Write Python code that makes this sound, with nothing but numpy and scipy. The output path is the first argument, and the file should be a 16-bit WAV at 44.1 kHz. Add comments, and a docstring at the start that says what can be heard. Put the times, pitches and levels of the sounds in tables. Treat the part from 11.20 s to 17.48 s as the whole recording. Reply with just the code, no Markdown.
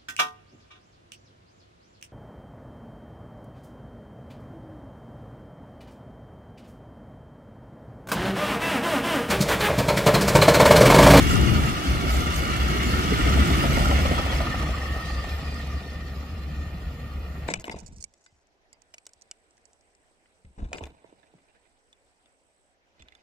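"""A freight train rolls away

The last wagons pass a station platform from right to left and fade into the distance.
Rough steel on steel makes wheels, rails and wagon bodies roar. Worn wheels thump and knock about
seven times a second, and the running gear clanks. Two microphones listen from across the tracks."""
import sys
import numpy as np
from scipy import signal
from scipy.fft import rfft, irfft, next_fast_len
from scipy.io import wavfile
from scipy.ndimage import uniform_filter1d

SR = 44100
rng = np.random.default_rng(int(sys.argv[2]) if len(sys.argv) > 2 else 0)


def wrap_up_sound(samples):
    """Save the sound to the file named by the first command line argument, as 16-bit audio."""
    columns = np.atleast_2d(samples).T
    # keep every value between -1 and 1, then stretch to whole-number steps
    tamed = np.clip(columns, -1, 1)
    steps = np.round(tamed * 32767).astype(np.int16)
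    wavfile.write(sys.argv[1], SR, steps)


N = 276948
TIME = np.arange(N) / SR

# Where the train is. Each row: time in seconds, distance (0 alongside, 1 leaving, 2 far away).
TRAIN_PATH = [(0, 0), (2.3, 0.089), (2.8, 0.25), (3.1, 0.46), (3.4, 0.75), (4.2, 1.47), (4.9, 1.53),
              (6.28, 1.46)]
# How their housing makes the two microphones differ. Each row: frequency in Hz, likeness (1 is
# identical) and the left one's lead in radians with the train alongside, then both with it far off.
MIC_HOUSING = [(60, 0.8, 0.13, 0.99, 0.21), (202, 0.79, -0.75, 1, -0.38), (494, 0.86, -1.2, 0.94, -0.4),
               (740, 0.58, -1.57, 1, 0.4), (917, 0.91, -2, 0.13, -1.5), (1090, 0.81, -3, 0.29, -1.4),
               (1243, 0.41, 2.5, 0.63, 0.5), (1380, 0.94, 2, 0.24, 1.5), (1615, 0.39, 3, 0.4, 0),
               (1704, 0.16, 1.5, 0.68, -0.8), (1770, 0.49, 0, 0.7, -0.4), (2110, 0.66, 0.1, 0.72, 0.7),
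               (2350, 0.46, 0.6, 0.56, 1.2), (2620, 0.24, -2.5, 0.28, -1.8), (2950, 0.95, -0.55, 0.29, 3.2),
               (3100, 0.54, -1.5, 0.36, 1.5), (3400, 0.3, -3.0, 0.16, -0.7), (3620, 0.41, 3, 0.29, 0.7),
               (4290, 0.17, 0.7, 0.45, 0.95), (4660, 0.16, -0.4, 0.41, 1.2), (5350, 0.13, -2, 0.19, 1.2),
               (7100, 0.12, -0.8, 0.31, 2.1), (8350, 0.12, 0, 0.14, 1.3), (10500, 0.12, 1.5, 0.15, -3.04),
               (11800, 0.13, 4.5, 0.17, -1), (13000, 0.12, 1.5, 0.26, -3)]


def rolling():
    """Rough wheels on rough rails shake the ground, the wagon bodies, the rails and the wheels."""
    # The tone of the ground and of the rails. Each row: frequency in Hz, relative level in dB.
    ground_tone = [(15, -30), (28, -29), (37, -4), (47, 4.5), (57, 7), (72, 1.5), (90, -1), (115, -11.5),
                   (200, -48.5)]
    rail_tone = [(250, -59), (380, -23), (460, 2.5), (560, 0.5), (720, 3), (830, -2), (1000, -4.5),
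                 (1150, -21), (1600, -54)]
    # How hard the ground and the bodies shake. Each row: time in seconds, relative level in dB.
    ground_levels = [(0, -26), (.42, -29), (.56, -30), (.63, -36), (.72, -28), (1.6, -32), (2.2, -27),
                     (2.8, -26), (3.3, -32), (4.2, -38.5), (5, -42), (6.28, -40)]
    body_levels = [(0.42, -25), (0.63, -31.5), (0.69, -25.5), (0.77, -29), (1.2, -30.5), (2.42, -24),
                   (3.0, -31), (3.3, -32), (3.88, -39.5), (5.9, -42)]
    # How loud the steel roars. Each row: time in seconds, relative rail and wheel levels in dB.
    steel_levels = [(0.0, -40.5, -30.5), (0.31, -36.5, -31.5), (0.56, -40.5, -33.5), (1.22, -39, -33.5),
                    (2.12, -37, -30), (2.97, -36, -33), (3.65, -43, -39), (4.81, -52, -49),
                    (6.19, -52.5, -52), (6.28, -48, -49)]
    ground_db, = curves(ground_levels, TIME)
    body_db, = curves(body_levels, TIME)
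    rail_db, wheel_db = curves(steel_levels, TIME)
    ground = roar(steady(ground_tone), patchy_db=-1, patch_s=0.089, patch_hz=40, size=4096)
    body = roar(body_colour, patchy_db=1.5, patch_s=0.045, patch_hz=40, size=4096)
    rail = roar(steady(rail_tone), patchy_db=1.5, patch_s=0.046, patch_hz=148, size=1024)
    wheels = roar(wheel_colour, patchy_db=2.5, patch_s=0.043, patch_hz=43.4, size=4096)
    contact = flutter(depth_db=0.8, rate_hz=17.4)  # one contact drives both wagon and rail
    body *= gain_of(body_db + 0.37) * contact
    rail *= gain_of(rail_db + 0.4) * contact * flutter(depth_db=0.5, rate_hz=82)
    wheels *= gain_of(wheel_db + 2.5) * flutter(depth_db=1, rate_hz=11.7)
    return gain_of(ground_db) * ground + body + rail + wheels


def wheel_colour(t, hz):
    """Steel wheels ring at many pitches, blurred nearby and mostly sharper far away. Gives dB."""
    # The ringing at three distances. 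Each row: pitch in Hz, width in Hz, relative level in dB.
    near = [(1248, 270, -3), (1347, 410, -1.5), (1825, 75, -7.5), (1920, 310, -8), (2180, 370, -5.5),
            (2735, 660, -9.5), (2820, 330, -7.5), (3395, 570, -10), (4330, 640, -16), (5160, 2400, -18.5)]
    leaving = [(1217, 205, 0.5), (1824, 95, -1), (2010, 380, -8), (2630, 590, -9), (3050, 520, -13.5),
               (3400, 210, -14.5), (4210, 84, -11), (4800, 92, -24)]
    far = [(1190, 120, -1.5), (1396, 150, -1.5), (1860, 170, -2.5), (1960, 810, -11), (2440, 110, -1.5),
           (2760, 730, -9), (3100, 150, -13), (3540, 350, -12.5), (4134, 97, -7.5), (4800, 410, -16.5)]
    power = 0
    for stage, modes in enumerate([near, leaving, far]):
        share = np.maximum(1 - abs(distance(t) - stage), 0)
        power = power + share * resonances(modes, hz)
    return decibels(power)


def body_colour(t, hz):
    """Wagon bodies rumble, and their panels drone for a while as they pass. 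Gives dB."""
    # The rumble nearby and far away. Each row: frequency in Hz, relative level in dB.
    near = [(60, -48), (90, -1.5), (120, 1), (160, 0.5), (190, -2), (250, -4.5), (320, -7.5), (400, -13),
            (500, -31), (900, -43)]
    far = [(60, -39), (90, -8), (120, 0), (155, 2.5), (190, -3.5), (230, -3.5), (275, -8), (330, -11.5),
           (400, -12.5), (500, -17), (900, -50)]
    peak_s, spread_s, drone_hz, width_hz, drone_db = 1.5, 0.87, 411, 61, 5.5
    swell = np.exp(-((t - peak_s) / spread_s) ** 2)
    band = 1 / (1 + ((hz - drone_hz) / width_hz) ** 4)
    return by_distance(near, far)(t, hz) + drone_db * swell * band


def wheel_strikes():
    """Worn wheels boom, knock and clank as they pass, then keep thumping once a turn as they recede."""
    # Deep booms. Each row: time in seconds, relative level in dB, pitch in Hz.
    passing_booms = [(0.09, -17, 73.6), (0.22, -15, 68.3), (0.3, -23, 73), (0.37, -20, 80),
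                     (0.43, -19, 61.8), (0.7, -18, 65.86), (0.78, -26, 57.5), (0.88, -21, 63.1),
                     (0.93, -20, 60.4), (0.97, -18, 68.2), (1.08, -20.5, 73.6), (1.19, -20.0, 63.7),
                     (1.26, -29, 65.34), (1.32, -28, 68.3), (1.4, -23, 60.5), (1.44, -18.5, 67.5),
                     (1.5, -24, 59.5), (1.57, -21.5, 57), (1.62, -22.5, 71.9), (1.68, -20.5, 61.75),
                     (1.76, -17, 73.1), (1.87, -23.5, 71.9), (1.94, -25, 58.6), (2.06, -13.5, 60.4),
                     (2.15, -16.5, 73.5), (2.2, -10.5, 67.7), (2.33, -17.5, 69.4), (2.41, -28, 73.3),
                     (2.48, -18, 59.9), (2.55, -23, 74.6), (2.62, -29, 60.33), (2.69, -16.5, 65.4),
                     (2.75, -14.5, 69.66), (2.84, -14.5, 72.2), (2.92, -30, 72.8), (3.01, -28, 57.8),
                     (3.07, -22, 68.2), (3.15, -20.5, 62), (3.2, -23.5, 72.8), (3.27, -26, 64.5),
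                     (3.35, -30, 66.1), (3.43, -25.5, 68.2), (3.49, -23, 67.83), (3.57, -24, 66.9),
                     (3.64, -24.0, 69.9), (3.71, -22, 68.2), (3.78, -23, 66.95), (3.86, -28, 66.6),
                     (3.94, -23, 68), (3.99, -23.5, 64.9), (4.07, -38, 67.7)]
    # Wheels knock on the rail. Each row: start in seconds, level in dB.
    passing_knocks = [(0.94, -32), (1.738, -35), (2.172, -25.5), (2.301, -27), (2.436, -23), (2.458, -28),
                      (2.569, -23.5), (2.592, -26.5), (2.655, -25), (2.71, -22), (2.789, -27.5),
                      (2.853, -23), (2.911, -27.5), (2.928, -29), (2.979, -27), (2.991, -25.5),
                      (3.062, -30), (3.125, -29), (3.203, -25.5), (3.34, -29.5), (3.428, -37), (3.49, -34),
                      (3.629, -37), (3.76, -40), (3.9, -41), (4.041, -32), (4.192, -38)]
    # Wheels are jolted. Each row: start in seconds, relative level in dB, boosted pitch in Hz.
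    passing_clanks = [(1.42, -23, 1350), (1.735, -21, 1354), (1.791, -20.5, 1384), (1.915, -29, 1340),
                      (1.932, -23.5, 2105), (1.986, -20, 1334), (2.009, -24, 2025), (2.119, -25, 1380),
                      (2.207, -24, 1390), (2.434, -27, 1272), (2.52, -24, 2228), (2.652, -19, 1400),
                      (2.779, -28, 2120), (2.855, -29, 2110), (2.98, -22, 1273), (3.122, -33, 1320),
                      (3.212, -36, 1840), (3.268, -23.5, 1230), (3.319, -29, 1836), (3.345, -27, 1310),
                      (3.416, -40, 1797), (3.467, -29, 1260), (3.54, -29, 1224), (3.616, -30.5, 1880),
                      (3.654, -29.5, 1830), (3.718, -40, 1828), (3.904, -33, 1827), (4.044, -40, 1825),
                      (4.095, -38, 1820), (4.335, -38, 1842), (4.403, -43, 1823), (4.5, -38, 1827)]
    # Wheels with a flat spot. Each row: the times in seconds when it passes and when its far-off
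    # strikes begin and end, then the relative levels of its boom, knock and clank in dB.
    worn_wheels = [(2.301, 4.08, 6.28, -21.5, -26, -25), (2.652, 4.12, 6.28, -26, -25, -31)]
    # How boom, knock and clank carry. Each row: metres down the track where it is loudest,
    # dB lost each time the distance doubles.
    carry = [(-12, 1.5), (8, 10.5), (-2, 9)]
    turn_s, speed_m_per_s, to_track_m, sound_m_per_s = 0.1325, 22, 8, 343
    scatter_db, boom_lag_s, boom_hz, clank_hz = 1.9, 0.025, 70.8, 1810
    booms, knocks, clanks = list(passing_booms), list(passing_knocks), list(passing_clanks)
    loudest_m, fall_db = np.transpose(carry)
    for passes_s, begin_s, end_s, *levels in worn_wheels:
        for since_s in np.arange(32) * turn_s:
            along_m = speed_m_per_s * since_s
            delay_s = (np.hypot(to_track_m, along_m) - to_track_m) / sound_m_per_s
            heard_s = passes_s + since_s + delay_s
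            doublings = np.log2(np.hypot(1, (along_m - loudest_m) / to_track_m))
            uneven_db = scatter_db * rng.standard_normal(len(levels))
            boom_db, knock_db, clank_db = levels - fall_db * doublings + uneven_db
            if begin_s < heard_s < end_s:
                booms.append((heard_s + boom_lag_s, boom_db, boom_hz))
                knocks.append((heard_s, knock_db))
                clanks.append((heard_s, clank_db, clank_hz))
    return booms, knocks, clanks


def wagon_booms(rows, length_s=0.12, level_db=-4):
    """Each strike makes an empty wagon boom: a short, deep tone with a wobbling pitch."""
    window = np.hanning(round(length_s * SR))
    power = np.zeros(N)
    for middle_s, db, _ in rows:
        add(power, middle_s - length_s / 2, (gain_of(db + level_db) * window) ** 2)
    _, pitch_hz = curves(sorted(map(tuple, rows)), TIME)
    wobble = flutter(depth_db=6, rate_hz=7)
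    cycles = np.cumsum(pitch_hz + 3 * (wobble - wobble.mean())) / SR + rng.random()
    balance = gain_of([[0.2], [-0.2]])  # a little louder on the left
    return np.sqrt(2 * power) * np.sin(2 * np.pi * cycles) * balance


def track_knocks(rows):
    """The track rings when a wheel hits it; its lowest note fades as the train leaves."""
    # How the track rings. Each row: pitch in Hz, width in Hz, relative level in dB.
    modes = [(268, 210, -7.5), (567, 140, 0), (715.5, 110, 1), (860, 380, -7), (1314, 108, -6),
             (2300, 1900, -18)]

    def colour(t, hz):
        bass_loss_db = 14 * np.minimum(distance(t), 1) ** 0.81 * np.exp(-(hz / 430) ** 4)
        return decibels(resonances(modes, hz)) - bass_loss_db
    return blows(rows, colour, contact_s=0.0095, rattle=0.19, detune=0.075, spread=0.17, level_db=0)


def low_thuds():
    """Low thuds: two puffs of wind on the microphone, then thuds from passing wagons."""
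    # Each row: start in seconds, relative level in dB.
    thuds = [(0.052, -22), (0.128, -19), (0.835, -24), (0.857, -29), (0.995, -26), (1.058, -23),
             (1.548, -22), (1.68, -32), (1.917, -16.5), (1.995, -22), (2.055, -20), (2.185, -20),
             (2.222, -30), (2.302, -20.5), (2.452, -27), (2.735, -32), (2.912, -19), (2.985, -25),
             (3.38, -35), (3.695, -32)]
    # The low notes in a thud. Each row: pitch in Hz, width in Hz, relative level in dB.
    modes = [(165, 62, -2), (246, 114, 3.5), (358, 170, -4)]
    return blows(thuds, lambda t, hz: decibels(resonances(modes, hz)),
                 contact_s=0.016, rattle=0.15, detune=0.13, spread=0.27, level_db=-3)


def wheel_clanks(rows, top_hz=2900):
    """A heavy jolt sets a wheel ringing, but hardly stirs its notes above top_hz."""
    def colour(t, hz, pitch):
        return wheel_colour(t, hz) - decibels(1 + (hz / top_hz) ** 6) + favoured(hz, pitch)
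    return blows(rows, colour, contact_s=0.01, rattle=0.11, detune=0.012, spread=0.27, level_db=-5.5)


def rubbing():
    """Wheels and their rims scrape the rail with a flickering hiss, and grit crackles under them."""
    # The tone of near hiss, far hiss and grit. Each row: frequency in Hz, relative level in dB.
    hiss_near = [(1500, 4.5), (3800, -0.5), (5300, -1), (6100, -5.5), (6900, -4), (7600, -5.5), (8300, -3),
                 (9600, -9.5), (11000, -8), (12800, -8), (14200, -15), (15600, -23)]
    hiss_far = [(1500, -23), (3800, 1.5), (5400, 0.5), (6300, -9.5), (7000, -5.5), (7700, -10.5),
                (8400, -12.5), (9600, -16.5), (11300, -14), (12200, -16), (14200, -22), (15600, -39)]
    grit_tone = [(2000, -25), (6000, 14), (12500, -7.5), (15600, -4)]
    # How loud the rubbing is. Each row: time in seconds, relative level in dB.
    levels = [(0, -38), (0.6, -45), (1.5, -43.5), (2.6, -39.5), (3.1, -47.5), (3.7, -51.5), (4.4, -54),
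              (4.8, -60.5), (6.28, -67.5)]
    # A rim briefly scrapes harder. Each row: time in seconds, extra level in dB.
    scrapes = [(0.12, 4), (0.46, 2.5), (0.65, 2.5), (0.95, 5.5), (1.16, 5), (1.7, 2), (1.97, 0),
               (3.17, 3.5), (3.88, 3)]
    grains_per_s, grain_decay_s, scrape_s = 170, 0.0032, 0.18
    hiss = roar(by_distance(hiss_near, hiss_far), patchy_db=4, patch_s=0.025, patch_hz=100, size=1024)
    hiss *= flutter(depth_db=1, rate_hz=16)
    grain_starts = rng.random(N) < grains_per_s / SR
    grains = grain_starts * gain_of(3.5 * np.minimum(rng.exponential(1, N), 2.5))
    bursts = signal.lfilter([1], [1, -np.exp(-1 / (grain_decay_s * SR))], grains)
    grit = bursts * roar(steady(grit_tone), patchy_db=-2.5, patch_s=0.004, patch_hz=900, size=256)
    level_db, = curves(levels, TIME)
    for middle_s, db in scrapes:
        add(level_db, middle_s - scrape_s / 2, db * np.hanning(int(scrape_s * SR)))
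    return gain_of(level_db) * (gain_of(4.5) * hiss + gain_of(-7) * evened(grit))


def squeals():
    """Slipping steel sings fuzzy, overlapping notes, each swelling and fading."""
    # Each row: start in seconds, length in seconds, pitch in Hz, width in Hz, level in dB.
    slips = [(0, 0.51, 2845, 110, -40.5), (0.7, 1.3, 2870, 120, -47.5), (0.875, 0.2, 13500, 2000, -52),
             (1.134, 0.038, 8300, 220, -42), (1.154, 0.022, 5900, 300, -45), (3, 0.29, 1900, 240.4, -44.5),
             (2.945, 0.087, 3340, 90, -38), (3.083, 0.055, 3300, 80, -38), (3.3, 0.043, 1833, 35, -34),
             (3.378, 0.088, 1843, 35, -36), (3.501, 0.45, 1840, 35, -45), (3.88, 0.34, 1808, 25, -46),
             (4.32, 0.115, 1852, 25, -46.5), (4.45, 0.7, 1833, 25, -53), (4.203, 0.15, 2455, 90, -47),
             (3.841, 0.23, 4760, 110, -49.5), (4.22, 0.18, 4800, 110, -55), (3.71, 0.78, 8300, 160.2, -68),
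             (3.554, .32, 12400, 1006, -61), (4.04, 0.19, 12500, 1180, -57), (4.34, .12, 12500, 900, -66),
             (4.841, .28, 12200, 599, -66), (5.201, 1.3, 12150, 500, -72), (4.882, 0.28, 6860, 499, -70),
             (5.256, 0.3, 6898, 594, -66), (5.51, 0.48, 6872, 502, -70), (5.981, 0.37, 6910, 600, -69)]
    out = np.zeros((2, N))
    for start_s, length_s, pitch, width, db in slips:
        size = next_fast_len(int(length_s * SR))
        slip = stereo(likeness(start_s + length_s / 2, pitch), *rng.standard_normal((2, size)))
        ring = 1 / (1 + (2 * (np.fft.rfftfreq(size, 1 / SR) - pitch) / width) ** 2)
        tone = evened(irfft(rfft(slip) * ring, size))
        add(out, start_s, gain_of(db) * tone * signal.windows.tukey(size, 0.7))
    return out


def gear_chinks():
    """Loose chains and brake rods hit each other with small, bright chinks."""
    # The hits. Each row: start in seconds, level in dB, boosted pitch in Hz.
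    hits = [(0.026, -34, 12800), (0.109, -38, 6900), (0.336, -43, 7500), (0.46, -42, 6960),
            (0.636, -41, 8200), (0.921, -38, 7100), (1.005, -38, 13440), (1.16, -34.5, 13500),
            (1.219, -49, 8200), (1.364, -40, 8100), (1.481, -42, 6960), (1.629, -39, 6900),
            (1.719, -44, 12800), (1.99, -46, 13400), (2.134, -44, 6880), (2.274, -42, 7200),
            (2.463, -44, 8220), (2.584, -41, 7200), (2.649, -42, 7150), (2.921, -46, 7090),
            (3.172, -45, 5700)]
    # How the loose steel rings. Each row: pitch in Hz, width in Hz, relative level in dB.
    modes = [(5500, 1100, -3), (6700, 700, 5), (8200, 630, -8), (10500, 3300, -7), (13200, 2000, -4)]
    return blows(hits, lambda t, hz, pitch: decibels(resonances(modes, hz)) + favoured(hz, pitch),
                 contact_s=0.0039, rattle=0.45, detune=0.04, spread=0.49, level_db=0)


def gust():
    """The train's draught buffets one microphone in uneven puffs."""
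    # The tone of the wind. Each row: frequency in Hz, relative level in dB.
    tone = [(20, -16), (40, -14), (75, 6.5), (115, 3.5), (170, 2.5), (250, -9.5), (350, -9.5), (480, -19),
            (900, -64)]
    # Its strength. Each row: time in seconds, level in dB.
    levels = [(0, -25), (.12, -20), (.27, -13.5), (.38, -23), (.5, -33), (.7, -60), (1, -90)]
    eddies = roar(steady(tone), patchy_db=0.5, patch_s=0.02, patch_hz=101, size=2048)[0]
    return gain_of(curves(levels, TIME)[0]) * eddies * flutter(depth_db=2.5, rate_hz=19)


def microphone_hiss():
    """Faint, steady, high microphone hiss."""
    # Its tone. Each row: frequency in Hz, relative level in dB.
    tone = [(300, 19.5), (3000, -10), (8000, -15), (11200, -18), (12200, 1), (13200, -5), (14200, -4.5),
            (15400, -26)]
    return gain_of(-56) * roar(steady(tone), patchy_db=1.5, patch_s=0.061, patch_hz=200, size=1024)


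def blows(rows, colour, contact_s, rattle, detune, spread, level_db, rattle_s=0.049):
    """In each blow, a brief rough contact and the rattle after it make the struck part ring."""
    out = np.zeros((2, N))
    t = np.arange(4096) / SR
    hz = abs(np.fft.fftfreq(len(t), 1 / SR))
    force = np.exp(-(t / contact_s) ** 2) + rattle * np.exp(-(t / rattle_s) ** 2)
    for start_s, db, *pitch in rows:
        common, apart = rng.standard_normal((2, len(t))) * force
        contact = np.fft.fft([common + spread * apart, common - spread * apart])
        detuned_hz = hz * (1 + detune * rng.uniform(-0.83, 1))
        log_gain = np.log(gain_of(colour(start_s, detuned_hz, *pitch)))
        ring = np.exp(signal.hilbert(log_gain).conj())  # rings only after the blow, never before
        sound = np.fft.ifft(contact * ring).real
        peak_power = uniform_filter1d((sound ** 2).mean(0), size=300).max()
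        add(out, start_s, gain_of(db + level_db) * sound / np.sqrt(peak_power))
    return out


def favoured(hz, pitch, boost_db=15, width_hz=90):
    """Each blow lands so that one pitch rings more strongly. Gives the boost in dB."""
    return boost_db / (1 + ((hz - pitch) / width_hz) ** 2)


def resonances(modes, hz):
    """How a ringing part shares its power among frequencies; the shares add up to 1."""
    power = sum(gain_of(db) ** 2 / (1 + (2 * (hz - f) / width) ** 2) ** 2 for f, width, db in modes)
    return power / power.sum()


def roar(colour, patchy_db, patch_s, patch_hz, size):
    """Stereo noise of level 1, shaped by colour(t, hz) in dB, with patches that swell and fade."""
    t = np.arange(N * 4 // size + 5)[:, None] * size / 4 / SR
    hz = np.fft.rfftfreq(size, 1 / SR)
    common_re, common_im, apart_re, apart_im, patches = rng.standard_normal((5, len(t), len(hz)))
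    for axis, steps in enumerate([patch_s / t[1, 0], patch_hz / hz[1]]):  # time, then frequency
        blur = np.expand_dims(signal.windows.gaussian(61, steps / 2), 1 - axis)
        patches = signal.fftconvolve(patches, blur, "same")
    shape = gain_of(colour(t, hz)) * np.ones_like(t)
    shape /= np.linalg.norm(shape, axis=1, keepdims=True)
    noise = stereo(likeness(t, hz), common_re + 1j * common_im, apart_re + 1j * apart_im)
    spectra = shape * gain_of(patchy_db * evened(patches)) * noise
    _, sound = signal.istft(spectra.swapaxes(1, 2), nperseg=size, noverlap=size * 3 // 4)
    return evened(sound[:, :N])


def flutter(depth_db, rate_hz):
    """A gain that jumps about at random, like a contact running over rough steel."""
    hz = np.fft.rfftfreq(N, 1 / SR)
    band = hz / (rate_hz ** 2 + hz ** 2) / (1 + (hz / rate_hz / 2) ** 2)
    bumps = irfft(rfft(rng.standard_normal(N)) * band, N)
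    return evened(gain_of(depth_db * evened(bumps)))


def steady(tone):
    """A colour that stays the same over time."""
    return lambda t, hz: level_at(tone, hz)


def by_distance(near, far):
    """A colour that blends from one tone to another as the train moves away."""
    def colour(t, hz):
        away = np.clip(distance(t) / 1.3, 0, 1)
        return (1 - away) * level_at(near, hz) + away * level_at(far, hz)
    return colour


def distance(t):
    """How far off the train is: 0 alongside, 1 leaving, 2 far away."""
    return curves(TRAIN_PATH, t)[0]


def ahead(t):
    """0 while the train is to the right, 1 once it is straight ahead."""
    return np.interp(distance(t), [0.09, 0.86], [0, 1])


def likeness(t, hz):
    """How alike the two microphones sound as the train moves."""
    f, near, _, far, _ = np.transpose(MIC_HOUSING)
    blend = (1 - ahead(t)) * np.interp(hz, f, near) + ahead(t) * np.interp(hz, f, far)
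    return np.clip(blend, 0, 0.995)


def stereo(same, common, apart):
    """Left and right from two unrelated noises, as alike as `same` says."""
    common, apart = np.sqrt(1 + same) * common, np.sqrt(1 - same) * apart
    return np.array([common + apart, common - apart])


def round_the_housing(sound):
    """The way round to the left microphone shifts each wave, depending on where the train is."""
    f, _, near, _, far = np.transpose(MIC_HOUSING)
    hz, t, spectra = signal.stft(sound, SR, nperseg=1024, noverlap=768)
    near, far = (np.interp(hz, f, np.exp(1j * phase))[:, None] for phase in (near, far))
    lead = np.angle((1 - ahead(t)) * near + ahead(t) * far)
    return signal.istft(spectra * np.exp(1j * lead), SR, nperseg=1024, noverlap=768)[1][:N]


def gain_of(db):
    """Turns decibels into a gain."""
    return 10 ** (np.asarray(db) / 20)


def decibels(power):
    """Turns power into decibels."""
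    return 10 * np.log10(power + 1e-9)


def evened(x):
    """Scales a signal to an average (rms) level of 1."""
    return x / np.sqrt(np.mean(x ** 2) + 1e-20)


def level_at(tone, hz):
    """Looks up a tone table in dB, with octaves evenly spaced."""
    f, db = np.transpose(tone)
    return np.interp(np.log(hz + 1), np.log(f + 1), db)


def curves(rows, t):
    """Looks up every column of a time table at the times t."""
    times, *columns = np.transpose(rows)
    return [np.interp(t, times, column) for column in columns]


def add(mix, start_s, sound):
    """Mixes a sound in at start_s, cutting off what does not fit."""
    start = round(start_s * SR)
    sound = sound[..., max(-start, 0):]
    part = mix[..., max(start, 0):][..., :sound.shape[-1]]
    part += sound[..., :part.shape[-1]]


def scene():
    """The train at both microphones, with their faint hiss and a gust on the left."""
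    booms, knocks, clanks = wheel_strikes()
    train = rolling() + rubbing() + wagon_booms(booms) + squeals()
    train += track_knocks(knocks) + low_thuds() + wheel_clanks(clanks) + gear_chinks()
    left, right = train
    return microphone_hiss() + np.array([round_the_housing(left) + gust(), right])


def record(dry):
    """The housing gives each microphone its own tone, and the highest treble is cut off."""
    # Each row: frequency in Hz, how much louder the left is than the right in dB.
    balance = [(100, 0.26), (700, 0), (1150, 2.5), (1400, -2), (1700, 0.5), (2250, -2), (2600, 0.5),
               (2880, -4), (3200, 1.3), (4200, -0.8), (10000, 0.5), (12800, -2), (15000, 0)]
    left_gain = gain_of(level_at(balance, np.fft.rfftfreq(N, 1 / SR)) / 2)
    heard = irfft(rfft(dry) * np.array([left_gain, 1 / left_gain]), N)
    treble_cut = signal.firwin(511, cutoff=15650, window=("kaiser", 9), fs=SR)
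    return signal.oaconvolve(heard, treble_cut[None], "same")


dry = scene()
out = record(dry)
wrap_up_sound(out)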